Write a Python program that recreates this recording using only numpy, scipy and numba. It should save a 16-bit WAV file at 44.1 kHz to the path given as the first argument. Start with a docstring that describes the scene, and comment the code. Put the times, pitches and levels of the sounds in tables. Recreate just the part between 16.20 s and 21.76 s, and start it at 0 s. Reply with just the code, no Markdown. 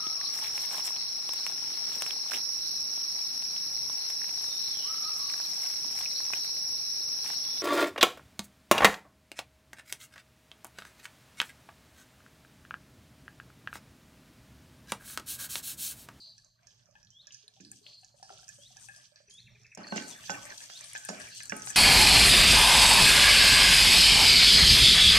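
"""Butter frying on a gas ring.

Butter sizzles and spits in a steel pot: shaped noise, crowds of short bubbles, bursts of damped sines.
A stock cube drops in; at 3.57 s the scene cuts to hotter fat, where a wooden spoon knocks the pot.
Blows are damped sines on wood and pot modes. Bass noise is the flame.
Small birds outside whistle and buzz: gliding and warbled near-sines with echoes.
"""
import sys
import numpy as np
from scipy import signal
from scipy.fft import rfft, irfft, next_fast_len
from scipy.io import wavfile
from scipy.ndimage import uniform_filter1d
from numba import njit

SR = 44100
rng = np.random.default_rng(int(sys.argv[2]) if len(sys.argv) > 2 else 0)


def pcm_store(signal):
    """Save signal as 16-bit PCM."""
    levels = np.round(np.clip(np.atleast_2d(signal), -1, 1) * 32767)
    wavfile.write(sys.argv[1], SR, levels.astype(np.int16).T)


N = 245179


def undb(db):
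    """dB to gain."""
    return 10 ** (np.asarray(db, float) / 20)


def unit(x):
    """Scale to rms 1."""
    return x / np.sqrt(np.mean(x ** 2))


def split_off(x, order, hz, side):
    """Zero-phase low-pass or high-pass."""
    return signal.sosfiltfilt(signal.butter(order, hz, side, fs=SR, output="sos"), x)


def at_pitch(hz, table):
    """Read a (Hz, value) table on a log pitch axis."""
    at_hz, value = np.transpose(table)
    return np.interp(np.log(hz), np.log(at_hz), value)


def colour(x, points):
    """Shape a spectrum by (Hz, dB) points."""
    n = next_fast_len(x.shape[-1])
    f = np.maximum(np.fft.rfftfreq(n, 1 / SR), 1)
    return irfft(rfft(x, n) * undb(at_pitch(f, points)), n)[..., :x.shape[-1]]


def curves(table):
    """Columns of a table, one value per sample."""
    s, *columns = np.transpose(table)
    return [np.interp(np.arange(N) / SR, s, c) for c in columns]


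def walk(rate):
    """Random levels held 1 / rate s and slewed; rms 1."""
    k = int(SR / rate)
    held = np.repeat(rng.standard_normal(N // k + 1), k)
    return unit(uniform_filter1d(held, k)[:N])


def pair(like):
    """Two noises that share the part `like` of their power."""
    mid, side = rng.standard_normal((2, N))
    like = np.clip(like, 0, 1)
    opposed = side * np.array([[1], [-1]])
    return (np.sqrt(1 + like) * mid + np.sqrt(1 - like) * opposed) / np.sqrt(2)


def pan(db):
    """Left and right gains for a left-minus-right level."""
    return undb(np.array([db, -db]) / 2)


@njit
def rings(n, sr, at, hz, t60, rise, glide, left, right, turn):
    """Damped sines that start at given samples; the right port hears each at another phase."""
    out = np.zeros((2, n))
    for e in range(len(at)):
        step = np.exp(2j * np.pi * hz[e] / sr - np.log(1000.) / (t60[e] * sr))
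        bend = np.exp(2j * np.pi * hz[e] * glide[e] / sr ** 2)
        lead, z = np.exp(1j * turn[e]), 1 + 0j
        shut, opening = 1., np.exp(-1 / (rise[e] * sr))
        for i in range(at[e], min(n, at[e] + int(t60[e] * sr))):
            out[0, i] += (1 - shut) * left[e] * z.imag
            out[1, i] += (1 - shut) * right[e] * (z * lead).imag
            z, step, shut = z * step, step * bend, shut * opening
    return out


def ring(s, hz, t60, rise, glide, db, pan_db, turn):
    """Damped sines from columns; rise = attack in s, glide = share of pitch gained per second."""
    columns = np.broadcast_arrays(s, hz, t60, rise, glide, db, pan_db, turn)
    s, hz, t60, rise, glide, db, pan_db, turn = (np.ravel(c) * 1. for c in columns)
    left, right = undb(db) * pan(pan_db)
    hz, t60, rise = np.minimum(hz, .4 * SR), np.maximum(t60, 1e-4), np.maximum(rise, 1e-5)
    return rings(N, 1. 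* SR, (s * SR).astype(np.int64), hz, t60, rise, glide, left, right, turn)


def echo(x, t60, wet_db):
    """Diffuse decaying-noise tail, nearly alike left and right."""
    t = np.arange(int(t60 * SR)) / SR
    envelope = undb(-60 * t / t60) * np.minimum(t / 0.0011, 1)
    mid, side = rng.standard_normal((2, SR))[:, :len(t)] * envelope
    tail = mid + colour(side, [(250, -27.0), (700, -27.5)]) * np.array([[1], [-1]])
    tail = tail / np.sqrt(np.sum(tail[0] ** 2))
    return undb(wet_db) * signal.fftconvolve(x, tail, axes=1)[:, :N]


def bubbles(count, lo_hz, hi_hz, cycles, glide, scatter_db):
    """Bubbles at random moments, pitches and places, a few louder than the rest."""
    u = rng.random((count, 4)).T
    hz = lo_hz * (hi_hz / lo_hz) ** u[1]
    db = np.minimum(-scatter_db * np.log(1 - u[2]), 4 * scatter_db)
    pan_db, turn = 12 * (u[3] - .5), 6 * u[3] - 3
    return unit(ring(u[0] * N / SR, hz, cycles / hz, cycles / hz / 8, glide, db, pan_db, turn))


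def chirp(hz):
    """A near-sine voice with faint second harmonic, and third below 5 kHz."""
    phase = 2 * np.pi * np.cumsum(hz) / SR
    third = (hz < 5000) * np.sin(3 * phase)
    return np.sin(phase) + undb(-40) * np.sin(2 * phase) + undb(-42) * third


# Rising whistles. Each row: start in s, length in s, start pitch in Hz, level in dB.
RISES = [(0.901, 0.12, 3020, -53), (2.379, 0.1, 3026, -54.5), (3.083, .124, 3030, -51.5),
         (4.483, 0.097, 3094, -49.5)]
# Notes that fall fast and level off. Each row: start in s, length in s, start pitch in Hz, level in dB.
SLIDES = [(3.632, 0.0122, 4880, -50.5), (3.666, 0.013, 4960, -48), (3.692, 0.038, 4860, -51),
          (3.9, 0.04, 3970, -53), (4.07, 0.0425, 3820, -54), (4.3, 0.016, 4674, -53)]
# Faint high notes, drooping. Each row: start in s, length in s, start pitch in Hz, level in dB.
DROOPS = [(2.874, 0.084, 8570, -77.5), (3.047, 0.073, 6100, -67.5), (3.176, 0.06, 6050, -68),
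          (3.299, 0.033, 5820, -68), (3.396, 0.04, 5970, -68), (3.498, 0.047, 5970, -74)]
# Run of hooked chips. Each row: start in s, level in dB.
CHIPS = [(2.963, -65), (3.081, -62.5), (3.181, -61.5), (3.262, -57.5), (3.349, -57.5), (3.444, -57.5),
         (3.516, -55.5)]
# Glides. Each: pitch half way, at 85 % and at the end, as multiples of the start pitch.
RISE_SHAPE = (1.095, 1.245, 1.36)
SLIDE_SHAPE = (.89, .85, .84)
DROOP_SHAPE = (.965, .915, .885)
CHIP_SHAPE = (1.1, .8, .66)
TYPICAL_CHIP_S, TYPICAL_CHIP_HZ = .018, 2250
# rising notes: power of growth, share of length to stop over, extra share of pitch at the very end
RISE_SWELL, RISE_STOP, RISE_FLICK = .95, .05, .13


def whistles():
    """Pure notes gliding on a cubic of log pitch."""
    x, t = np.zeros(N), np.arange(N) / SR
    notes = [(*row, RISE_SHAPE) for row in RISES]
    notes += [(*row, SLIDE_SHAPE) for row in SLIDES]
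    notes += [(*row, DROOP_SHAPE) for row in DROOPS]
    for (s, db), (a, b) in zip(CHIPS, rng.standard_normal((len(CHIPS), 2))):
        notes.append((s, TYPICAL_CHIP_S * 1.2 ** a, TYPICAL_CHIP_HZ * 1.04 ** b, db, CHIP_SHAPE))
    for s, length, start_hz, db, shape in notes:
        pitch = start_hz * np.array([1, *shape])
        i = slice(int(s * SR), int((s + length) * SR))
        u = np.clip((t[i] - s) / length, 0, 1)
        hz = np.exp(np.polyval(np.polyfit([0, .5, .85, 1], np.log(pitch), 3), u))
        gain = abs(np.sin(np.pi * u)) ** .6
        if pitch[-1] > pitch[0]:
            hz = hz * (1 + RISE_FLICK * u ** 20)
            gain = u ** RISE_SWELL * np.minimum((1 - u) / RISE_STOP, 1)
        x[i] += undb(db) * gain * chirp(hz)
    return x


# Buzzes. Each row: start in s, length in s, mean pitch in Hz, level in dB.
BUZZES = [(-.1, 0.25, 4364, -52.5), (1.624, 0.2, 4452, -54), (3.78, 0.11, 4320, -52.5),
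          (5.07, 0.22, 4390, -54)]
MEAN_WARBLE_HZ, WARBLE_DEPTH_HZ = 180.7, 397


def buzzes():
    """Notes with a fast, unsteady warble of pitch, slightly louder at the top of each warble."""
    x, t = np.zeros(N), np.arange(N) / SR
    waver, drift = walk(60), walk(90)
    beat = np.sin(2 * np.pi * np.cumsum(MEAN_WARBLE_HZ * (1 + 0.16 * waver)) / SR)
    for s, length, hz, db in BUZZES:
        u = np.clip((t - s) / length, 0, 1)
        gain = abs(np.sin(np.pi * u)) ** 0.71 * (1 + 0.017 * beat)
        x += undb(db) * gain * chirp(hz + WARBLE_DEPTH_HZ * beat + 45 * drift)
    return x


DIRECT_DB, NEAR_T60_S, NEAR_DB, YARD_T60_S, YARD_DB = -2, .07, -1.5, 0.78, -3


def birds():
    """Whistles and buzzes of unsteady level, smeared by the yard and the kitchen."""
    x = (whistles() + buzzes()) * undb(2.3 * walk(70)) * pan(0.33)[:, None]
    return undb(DIRECT_DB) * x + echo(x, NEAR_T60_S, NEAR_DB) + echo(x, YARD_T60_S, YARD_DB)


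# Under the hiss. Each row: time in s, low simmer in dB, high simmer in dB, flame in dB.
STOVE = [(0, -76.5, -91, -70), (.35, -83, -86, -73.5), (.9, -79.5, -84, -73), (1.3, -81, -85.5, -80.5),
         (1.5, -83.5, -91, -65), (1.94, -78, -85.5, -73.5), (2.16, -78, -80, -71.5),
         (2.44, -83, -77, -68.5), (2.7, -73.5, -79, -70.5), (2.95, -86.5, -82, -79),
         (3.3, -80.5, -81, -64.5), (3.57, -82, -84, -73.5), (3.574, -57, -56.5, -61.5),
         (3.7, -69, -63.5, -74), (4.05, -72, -59, -66.5), (4.3, -55, -55, -63.5), (4.5, -72, -64, -72),
         (4.85, -73.5, -58, -67), (5.05, -75, -54, -62.5), (5.15, -112, -62.5, -67.5),
         (5.28, -60, -66, -63.5), (5.56, -73, -54, -60)]
# Flame spectrum. Each row: pitch in Hz, relative level in dB.
FLAME = [(12, -18), (20, -72), (38, -6), (81, -9), (97, -0.5), (118, 6), (149, -6.5), (163, -3),
         (236, -14.5), (300, -52), (390, -20.5), (660, -120)]
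FLAME_LIKE, FLAME_LEFT_DB = .94, -4.5  # shared part of power, left minus right


def flame():
    """Gas flame: bass noise of wandering level, nearly alike left and right."""
    _, _, flame_db = curves(STOVE)
    rumble = unit(colour(pair(FLAME_LIKE), FLAME))
    return undb(flame_db + 2.2 * walk(9.6)) * rumble * pan(FLAME_LEFT_DB)[:, None]


# Cube lands and tumbles, then from 3.573 s the spoon strikes. Each row: start in s, thud in dB, clack in dB,
# tilt above the clack in dB per octave, scrape in dB, metal ring re the blow in dB, extra on the ping in dB.
KNOCKS = [(1.4, -42, -76, 11, -64, -27, -2), (1.407, -47.5, -103, 17, -55, -12.5, -5),
          (1.427, -47.5, -101, -6, -87, -20, -2), (1.448, -53, -94, 9, -74, -26, -4),
          (1.466, -52.5, -92, -2, -80, -24, 0), (1.501, -50.5, -88, -3, -83, -29, 0),
          (1.532, -57, -75, 5, -77, -35, -7), (3.573, -42, -37.5, -15.5, -60, -9, -10),
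          (3.59, -39, -38, -21, -67, -22, -3), (3.605, -45, -55, -17, -60, -20, 2),
          (3.668, -53, -35, -19, -50.5, -28, -4), (3.722, -28.5, -22.5, -12.5, -55, -14, -2),
          (3.76, -29, -37.5, -7, -32.5, -18, -14), (3.778, -35, -38, -0.5, -49, -12, -3.5),
          (4.095, -47.5, -23, -10.5, -48, -13, -2), (4.102, -35, -32.5, -10.5, -35, -10, 6),
          (4.498, -109, -40, -6.5, -53, -22, 2), (4.749, -110, -35.5, -13.5, -47, -16, 9),
          (4.888, -39, -28, -11.5, -38, -16, -6), (4.899, -31.5, -29.5, -23, -44.5, -18, 3),
          (5.203, -67, -56, 5, -67, -22, 1), (5.321, -30, -28, -2.5, -85, -13.5, -12),
          (5.471, -75, -33, -8, -40, -22.5, 3)]
# Pot modes. Each row: pitch in Hz, relative level in dB, t60 in s before RING_SHARE and scatter.
POT = [(205.2, 10, 1.09), (266.4, -1.5, 0.75), (287.8, -3, 1.2), (315, -12.5, 0.75), (410, -4, 0.55),
       (557.6, -2.5, 0.51), (752, -13, 0.75), (820, -11, 0.79), (860, -7, 1.7), (1095, 2, 0.78),
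       (1286, -14.5, 1.6), (1527, -4, 1.3), (2290, -12, 0.14), (2810, 8, 0.27), (3320, -1.5, 0.39),
       (5540, 8, 0.09), (6530, 10.5, 0.057), (6740, 2.5, 0.12)]
# Colour of a blow by pot and spoon. Each row: pitch in Hz, gain in dB.
BODY = [(175, -14), (240, -7), (330, -12.5), (420, -1.5), (500, -14), (600, -0.5), (700, 0), (810, -1.5),
        (1050, -16), (1300, 3), (1520, 11.5), (1900, 2), (2300, 9.5), (2900, 1), (4500, 9)]
# Balance of a blow. Each row: pitch in Hz, left minus right in dB.
BLOW_PAN = [(60, -1.5), (110, -3), (200, -7), (380, 1.5), (700, -3), (1290, -3), (2380, -8.5), (4400, -1),
            (8120, -12), (15000, 3.5)]
# Phase of a blow before scatter. Each row: pitch in Hz, lead of the left port in radians.
BLOW_PHASE = [(250, 0.03), (500, 0.95), (780, 1.5), (1500, -2.5), (2240, -6), (4480, -4)]
# Kitchen's answer to a blow. Each row: pitch in Hz, gain in dB.
TAIL_COLOUR = [(300, 7), (1000, -1.5), (2200, -4), (5000, -4)]
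THUD_HZ, CLACK_HZ, TILT_TO_HZ, SCRAPE_HZ = 300, 800, 2450, 5800
WOOD_DB, RING_SHARE, CONTACT_S = -6.5, 0.36, .0028
DRAG_S = 0.015  # the top of a blow is a short chatter of the spoon dragging
PING_HZ = 1527  # the mode that depends most on where the blow lands
PAIR_SPLIT = .006  # each mode is a close pair that beats


def knocks():
    """Each blow is a dense wooden thud; the pot's modes ring on, weighted by where and how hard it lands."""
    s, thud_db, clack_db, tilt_db, scrape_db, metal_db, ping_db = np.transpose(KNOCKS)
    s = s[:, None]
    tilted_db = clack_db + tilt_db * np.log2(TILT_TO_HZ / CLACK_HZ)
    bands_hz = [THUD_HZ, CLACK_HZ, TILT_TO_HZ, SCRAPE_HZ]
    bands_db = np.transpose([thud_db, clack_db, tilted_db, scrape_db])

    def blow_db(hz):
        push_db = [at_pitch(f, list(zip(bands_hz, b))) for f, b in zip(hz, bands_db)]
        return np.array(push_db) + at_pitch(hz, BODY)

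    def turn(hz):
        scatter = np.clip(hz / 1500 - .1, .1, 2.) * rng.standard_normal(hz.shape)
        return scatter - at_pitch(hz, BLOW_PHASE)

    hz, mode_db, t60 = np.repeat(np.transpose(POT), 2, axis=1)
    u = rng.standard_normal((3, len(s), len(hz)))
    hz = hz * (1 + PAIR_SPLIT / 2 * (-1) ** np.arange(len(hz)) + .002 * u[0])
    t60 = RING_SHARE * t60 * 1.2 ** u[2]
    # low modes take longer to swing up under a soft wooden push
    rise = 1.2 / hz + DRAG_S / 4 * (hz > 4000)
    scatter_db = np.where(abs(hz - PING_HZ) < 40, ping_db[:, None], 4 * u[1] - 3)
    db = blow_db(hz) + mode_db + metal_db[:, None] + scatter_db
    metal = ring(s, hz, t60, rise, 0, db, at_pitch(hz[0], BLOW_PAN), turn(hz))

    u = rng.random((2, len(s), 40))
    hz = 185 * 40 ** ((np.arange(40) + u[0]) / 40)
    when = s + (CONTACT_S + DRAG_S * (hz > 4000)) * u[1]
    t60, rise = 9 / hz + .012, .12 / hz
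    wood = ring(when, hz, t60, rise, 0, blow_db(hz) + WOOD_DB, at_pitch(hz, BLOW_PAN), turn(hz))

    blows = metal + wood + echo(colour(wood, TAIL_COLOUR), 0.54, -5) + echo(metal, .3, -8)
    return signal.sosfilt(signal.butter(4, 170, "high", fs=SR, output="sos"), blows)


TAIL_RE_CLACK_DB, TAIL_RISE_S, TAIL_T60_S = -23.5, 0.096, 0.5


def blow_tails():
    """Gain of the noise tail after each blow: a slow rise, then a long fall."""
    s, _, clack_db, *_ = (c[:, None] for c in np.transpose(KNOCKS))
    late = np.maximum(np.arange(N) / SR - s, 0)
    fall = undb(clack_db + TAIL_RE_CLACK_DB - 60 * late / TAIL_T60_S)
    return np.sum(fall * (1 - np.exp(-late / TAIL_RISE_S)), axis=0)


STEADIER_FROM_DB, STEADIER_TO_DB, STEADIER_SHARE = -85.5, -28.5, 0.65


def unevenness(hiss_db):
    """Between these hiss levels, random level changes shrink to STEADIER_SHARE as the hiss grows."""
    return np.interp(hiss_db, [STEADIER_FROM_DB, STEADIER_TO_DB], [1, STEADIER_SHARE])


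# Simmer colour. Each row: pitch in Hz, gain in dB.
SIMMER = [(150, -13.5), (250, 1.5), (295, -2.5), (425, -9.5), (512, -15.5), (557, -5), (685, -5), (801, -7),
          (1180, -6), (1570, -3), (2130, -4.5), (2360, -2), (3000, -6), (3900, -56), (6600, -120)]
SIMMER_SPLIT_HZ = 1350


def simmer():
    """Noise plus the echo of small bubbles, in two bands of uneven level, swelling after each blow."""
    low_db, high_db, _ = curves(STOVE)
    hiss_db, _ = curves(FRY)
    small = bubbles(count=1200, lo_hz=450, hi_hz=2800, cycles=22, glide=.6, scatter_db=2.2)
    burble = colour(undb(2) * pair(.25) + echo(small, .12, 0), SIMMER)
    low = split_off(burble, 4, SIMMER_SPLIT_HZ, "low")
    tails = blow_tails()
    bands = (undb(low_db) + tails) * unit(low) + (undb(high_db) + tails) * unit(burble - low)
    return undb(3.65 * unevenness(hiss_db) * walk(17)) * bands


# Low bubbles. Each row: start in s, level in dB, pitch in Hz, left minus right in dB.
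BLOOPS = [(.391, -58, 1588, 1), (.688, -61, 600, -17), (.753, -54, 850, 7), (1.237, -65, 419, 7),
          (1.364, -64.5, 645, 14), (1.37, -59, 776, 7), (1.52, -69, 774, 13), (1.613, -68, 411, 21),
          (1.661, -59, 616, 1), (1.83, -54, 740, 4), (1.942, -56, 580, -11), (1.998, -54, 710, -6),
          (2.027, -36, 770, 1), (2.094, -36, 1330, 0), (2.103, -34, 747, 1), (2.11, -58, 392, 14),
          (2.129, -51, 612, -11), (2.169, -62, 590, 1), (2.189, -47, 1380, 2), (2.23, -49, 1600, 3),
          (2.326, -54, 1650, 0), (2.228, -51, 717, 1), (2.38, -76, 293, 9), (2.385, -69.5, 572, -42.5),
          (2.505, -53.5, 722, 4), (2.563, -55, 783, 8), (2.685, -70, 790, 40), (2.919, -74.5, 589, -40.5),
          (3.003, -53.5, 585, -8), (3.081, -65.5, 407, 13), (3.347, -71, 410, 16), (3.399, -65, 415, 4)]
# cycles of ring at a given level; halved for so many dB louder
BLOOP_CYCLES, BLOOP_AT_DB, BLOOP_HALVES_DB = 40.3, -60.5, 22


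def bloops():
    """Large bubbles: low notes that glide up with a small click, caught by the pot's air."""
    s, db, hz, pan_db = np.transpose(BLOOPS)
    t60 = BLOOP_CYCLES / hz * 2 ** ((BLOOP_AT_DB - db) / BLOOP_HALVES_DB)
    click = ring(s, 2.2 * hz, .008, .0002, 0, db - 9.5, pan_db, 2.1)
    x = ring(s, hz, t60, 0.0014, 0.93, db, pan_db, 1.28) + click
    return x + echo(x, 0.4, -4.0)


# Water droplets bursting in the fat. Each row: start in s, snap in dB, pitch in Hz,
# then re the snap in dB: hollow part, sharp part, splash.
SPITS = [(0.18, -40, 5700, -9, -5, -11), (0.246, -42.5, 5870, -37, -41, -3),
         (0.4705, -35.5, 5700, -15, -17, -1.5), (0.657, -49.5, 5800, -32, -33, 0),
         (0.7102, -51, 5750, -21, -24, -2), (0.7536, -48.5, 2850, 8, -10, -7),
         (0.829, -43, 5450, -10, -32, -3), (0.848, -46, 5630, -15, -30, -5),
         (0.871, -45.5, 3840, -28, -24, -3), (0.904, -41.5, 5800, -40, -29, -1),
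         (1.07, -32.5, 5820, -10.5, -18, -7.5), (1.106, -39.5, 3150, -17, -43, 1),
         (1.1224, -35, 5590, -35, -11, 5), (1.1451, -31, 5800, -15, -41, -25),
         (1.2794, -33.5, 4080, -18.5, -5.5, -13.5), (1.406, -40, 5400, -9.5, -33, -35),
         (1.449, -36, 4900, -16.5, -7, 0), (1.515, -29.5, 7870, -14, -24, -13),
         (1.665, -29, 3300, -30, -21, -6), (1.8329, -48, 2820, -3, -31, -14),
         (1.846, -37.5, 5900, -20, -10, -6), (2.0282, -34.5, 5300, -14, -5.5, 1.5),
         (2.182, -48, 6700, -34, 10, -21), (2.243, -42, 5400, -27, -19, -8),
         (2.2802, -31.5, 5800, -11, -3, -1.5), (2.2897, -28.5, 6860, -8, -21, -27),
         (2.34, -48.5, 6460, -16, 8, 8.5), (2.5687, -33, 5900, -7.5, -6, -9),
         (2.6859, -42.5, 2470, 12, 7, -2), (2.762, -35.5, 5530, -15, 1, 0.5),
         (2.9587, -35.5, 5130, -11.5, -81, -2.5), (3.0966, -58, 5870, -28, 0.5, 25),
         (3.1088, -35.5, 4100, -27, -25, -6), (3.139, -52, 3340, -32, 19.5, -19),
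         (3.415, -51, 5400, -24, -40, 4), (3.433, -46, 5840, -16, -34, -4),
         (3.466, -43.5, 5500, -25, -30, -8), (3.5493, -29.5, 6480, -42, -9, -53),
         (3.5745, -33, 5470, -12.5, -8.5, -2), (3.67, -44.5, 4900, 0, 6, -9), (4.08, -39, 6500, 3, -18, -6),
         (4.3802, -28.5, 4500, -25, -3, -8), (4.404, -32.5, 3320, -2, -9, -20),
         (4.501, -33, 5200, -7, -4, -30), (4.609, -33, 6240, -13, 8, -29),
         (4.6415, -38.5, 5150, -8.5, 12.5, 3), (4.751, -33, 2230, 12, -18, -10.5),
         (4.732, -32, 8400, -45, -9, -18), (4.777, -28, 6730, -17, 0.5, 1.5),
         (4.8492, -27, 8300, -8, -22, -6), (4.887, -29, 5600, -2.5, 5, -3),
         (4.9987, -47.5, 9000, 12, 21.5, 2.5), (5.085, -40, 8500, -34, -1, -15),
         (5.149, -37, 8200, -24, -3, -15), (5.204, -33, 2200, 1.5, -20, -7),
         (5.232, -37, 8760, -6.5, 16.5, -12), (5.255, -28, 7400, -22.5, -25, -13),
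         (5.2957, -19, 6260, -8, -8.5, -6.5), (5.3655, -28.5, 8620, -21, -3, -20),
         (5.42, -26.5, 6170, -13, -13, -15), (5.462, -30, 8400, -23, 6, -23),
         (5.489, -40, 8300, -31, -6, -9), (5.5028, -20.5, 7190, -6.5, -36, -13)]
# Balance of a burst. Each row: pitch in Hz, left minus right in dB.
SPIT_PAN = [(2500, 4.5), (3500, 0), (5800, -7), (7000, -9.5), (8500, 16), (11000, 5.5)]
SNAP_T60_S, SNAP_RISE_S, POT_AIR_T60_S, ROOM_T60_S = .005, .0008, .03, 0.46
# finest ticks re the snap, stronger for high bursts
SPIT_FINEST_DB, FINEST_AT_HZ, FINEST_DB_PER_OCTAVE = -27, 6100, 37
SHARP_LEFT_DB, FINEST_LEFT_DB = 14, 1  # ticks lean to the left port


def spits():
    """Each burst: a dry snap spread round its pitch, a hollow pot note, sharp ticks above, a splash tail."""
    s, db, hz, hollow_db, sharp_db, splash_db = (c[:, None] for c in np.transpose(SPITS))
    pan_db = np.interp(hz, *np.transpose(SPIT_PAN))
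    u = rng.random((len(s), 3, 6))
    when = s + 0.00073 * u[:, 0]
    pitch = (np.arange(6) + u[:, 1]) / 6  # 0 to 1 over each cluster of six
    turn = 2 * np.pi * u[:, 2]
    snap_hz, centred_db = hz * 1.6 ** (pitch - .5), 3 - 18 * abs(pitch - .5)
    snap_pan_db = np.interp(snap_hz, *np.transpose(SPIT_PAN))
    hollow_hz, hollow_t60 = np.array([1640, 1740, 2500]), np.array([.06, .05, .019])
    hollow_db = hollow_db - np.array([6, 8, 4])
    fine_db = SPIT_FINEST_DB + FINEST_DB_PER_OCTAVE * np.log2(hz / FINEST_AT_HZ)

    def burst(db):
        snap = ring(when, snap_hz, SNAP_T60_S, SNAP_RISE_S, 0, db + centred_db, snap_pan_db, turn)
        low = ring(s, hollow_hz, hollow_t60, 0.0041, 0, db + hollow_db, pan_db, [2.1, 1.7, .4])
        tick = ring(when, 7300 * 1.4 ** pitch, SNAP_T60_S, 0.0039, 0, db + sharp_db, SHARP_LEFT_DB, turn)
        fine = ring(when, 10300 * 1.45 ** pitch, SNAP_T60_S, 0.00097, 0, db + fine_db, FINEST_LEFT_DB, turn)
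        return snap + low + tick + fine

    dry_burst = burst(db)
    in_pot = undb(-1) * dry_burst + echo(dry_burst, POT_AIR_T60_S, wet_db=-5)
    return in_pot + echo(burst(db + splash_db), ROOM_T60_S, wet_db=0)


# Frying fat, before and after a cut at 3.57 s. Each row: time in s, hiss in dB, treble of the hiss in dB.
FRY = [(0, -70.5, -79), (.23, -71, -90), (.33, -91, -99), (.5, -70.5, -100), (.7, -78.5, -98),
       (.93, -83, -101), (1.11, -74.5, -101), (1.41, -70, -94), (1.54, -63.5, -74), (1.75, -66.5, -84),
       (1.94, -74.5, -83), (2.1, -63.5, -70.5), (2.33, -60.5, -73.5), (2.44, -68.5, -71.5),
       (2.65, -61, -68), (2.95, -69.5, -85.5), (3.13, -80, -83), (3.28, -77, -87.5), (3.57, -73, -89),
       (3.574, -63.5, -89), (3.71, -66.5, -67), (3.77, -41.5, -70), (3.86, -59, -57), (3.98, -56, -62.5),
       (4.1, -54.5, -59.5), (4.57, -53.5, -63.5), (4.79, -50.5, -64.5), (5.13, -54.5, -61),
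       (5.45, -57.5, -54), (5.56, -47, -55)]
# Level of the band above 10.2 kHz. Each row: time in s, level in dB.
AIR_BAND = [(0.0, -80), (0.22, -92), (0.59, -93), (1.38, -92), (1.53, -90), (1.67, -82), (1.86, -90),
            (2.09, -92), (2.34, -83), (2.69, -84), (2.85, -85), (3.08, -103), (3.24, -87), (3.56, -96),
            (3.7, -81), (3.93, -70), (4.09, -68.5), (5.28, -76), (5.47, -85), (5.56, -71)]
# Hiss colour. Each row: pitch in Hz, gain in dB.
HISS = [(1290, -59), (2200, -15), (2430, -7.5), (3150, -2), (3360, -1), (3650, -6.5), (6200, 1.5),
        (7010, -5.5), (8670, -4.5), (10000, -17.5), (14000, -10), (14700, -97), (15500, -61)]
# Balance of the hiss. Each row: pitch in Hz, left minus right in dB.
PORTS = [(60, 3), (110, -17), (200, -2), (380, -16), (700, -23), (1290, -8), (2380, 2.5), (4400, -5.5),
         (8120, -7), (15000, 4)]
TREBLE_LEFT_DB = 21  # the treble leans further to the left port
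TREBLE_FROM_HZ, AIR_BAND_FROM_HZ = 7400, 10200


def hiss():
    """Frying hiss: noise, rising bubbles and short crackle, in three bands of uneven level."""
    hiss_db, treble_db = curves(FRY)
    air_db, = curves(AIR_BAND)
    fizz = bubbles(count=4000, lo_hz=2480, hi_hz=13200, cycles=87, glide=4.7, scatter_db=6.5)
    crackle = bubbles(count=4000, lo_hz=3000, hi_hz=13000, cycles=7, glide=0, scatter_db=3.1)
    crackle = crackle + echo(crackle, 0.071, -4.5)
    steam = colour(pair(0.31) + undb(-14.5) * fizz + undb(-3.5) * crackle, HISS)
    steam = np.array([colour(steam[k], np.array(PORTS) * [1, .5 - k]) for k in range(2)])
    top = split_off(steam, 3, TREBLE_FROM_HZ, "high")
    air = split_off(steam, 3, AIR_BAND_FROM_HZ, "high")
    body = undb(hiss_db + 4.6 * unevenness(hiss_db) * walk(24)) * unit(steam - top)
    treble = undb(treble_db + 4.3 * walk(25)) * unit(top - air) * pan(TREBLE_LEFT_DB)[:, None]
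    return body + treble + undb(air_db + 0.88 * walk(39)) * unit(air)


def scene():
    """All sources at the two ports."""
    return birds() + flame() + knocks() + simmer() + bloops() + spits() + hiss()


TOP_HZ = 15350


def record(dry):
    """A steep elliptic low-pass cuts the top."""
    return signal.sosfilt(signal.ellip(8, .2, 70, TOP_HZ, fs=SR, output="sos"), dry)


dry = scene()
out = record(dry)
pcm_store(out)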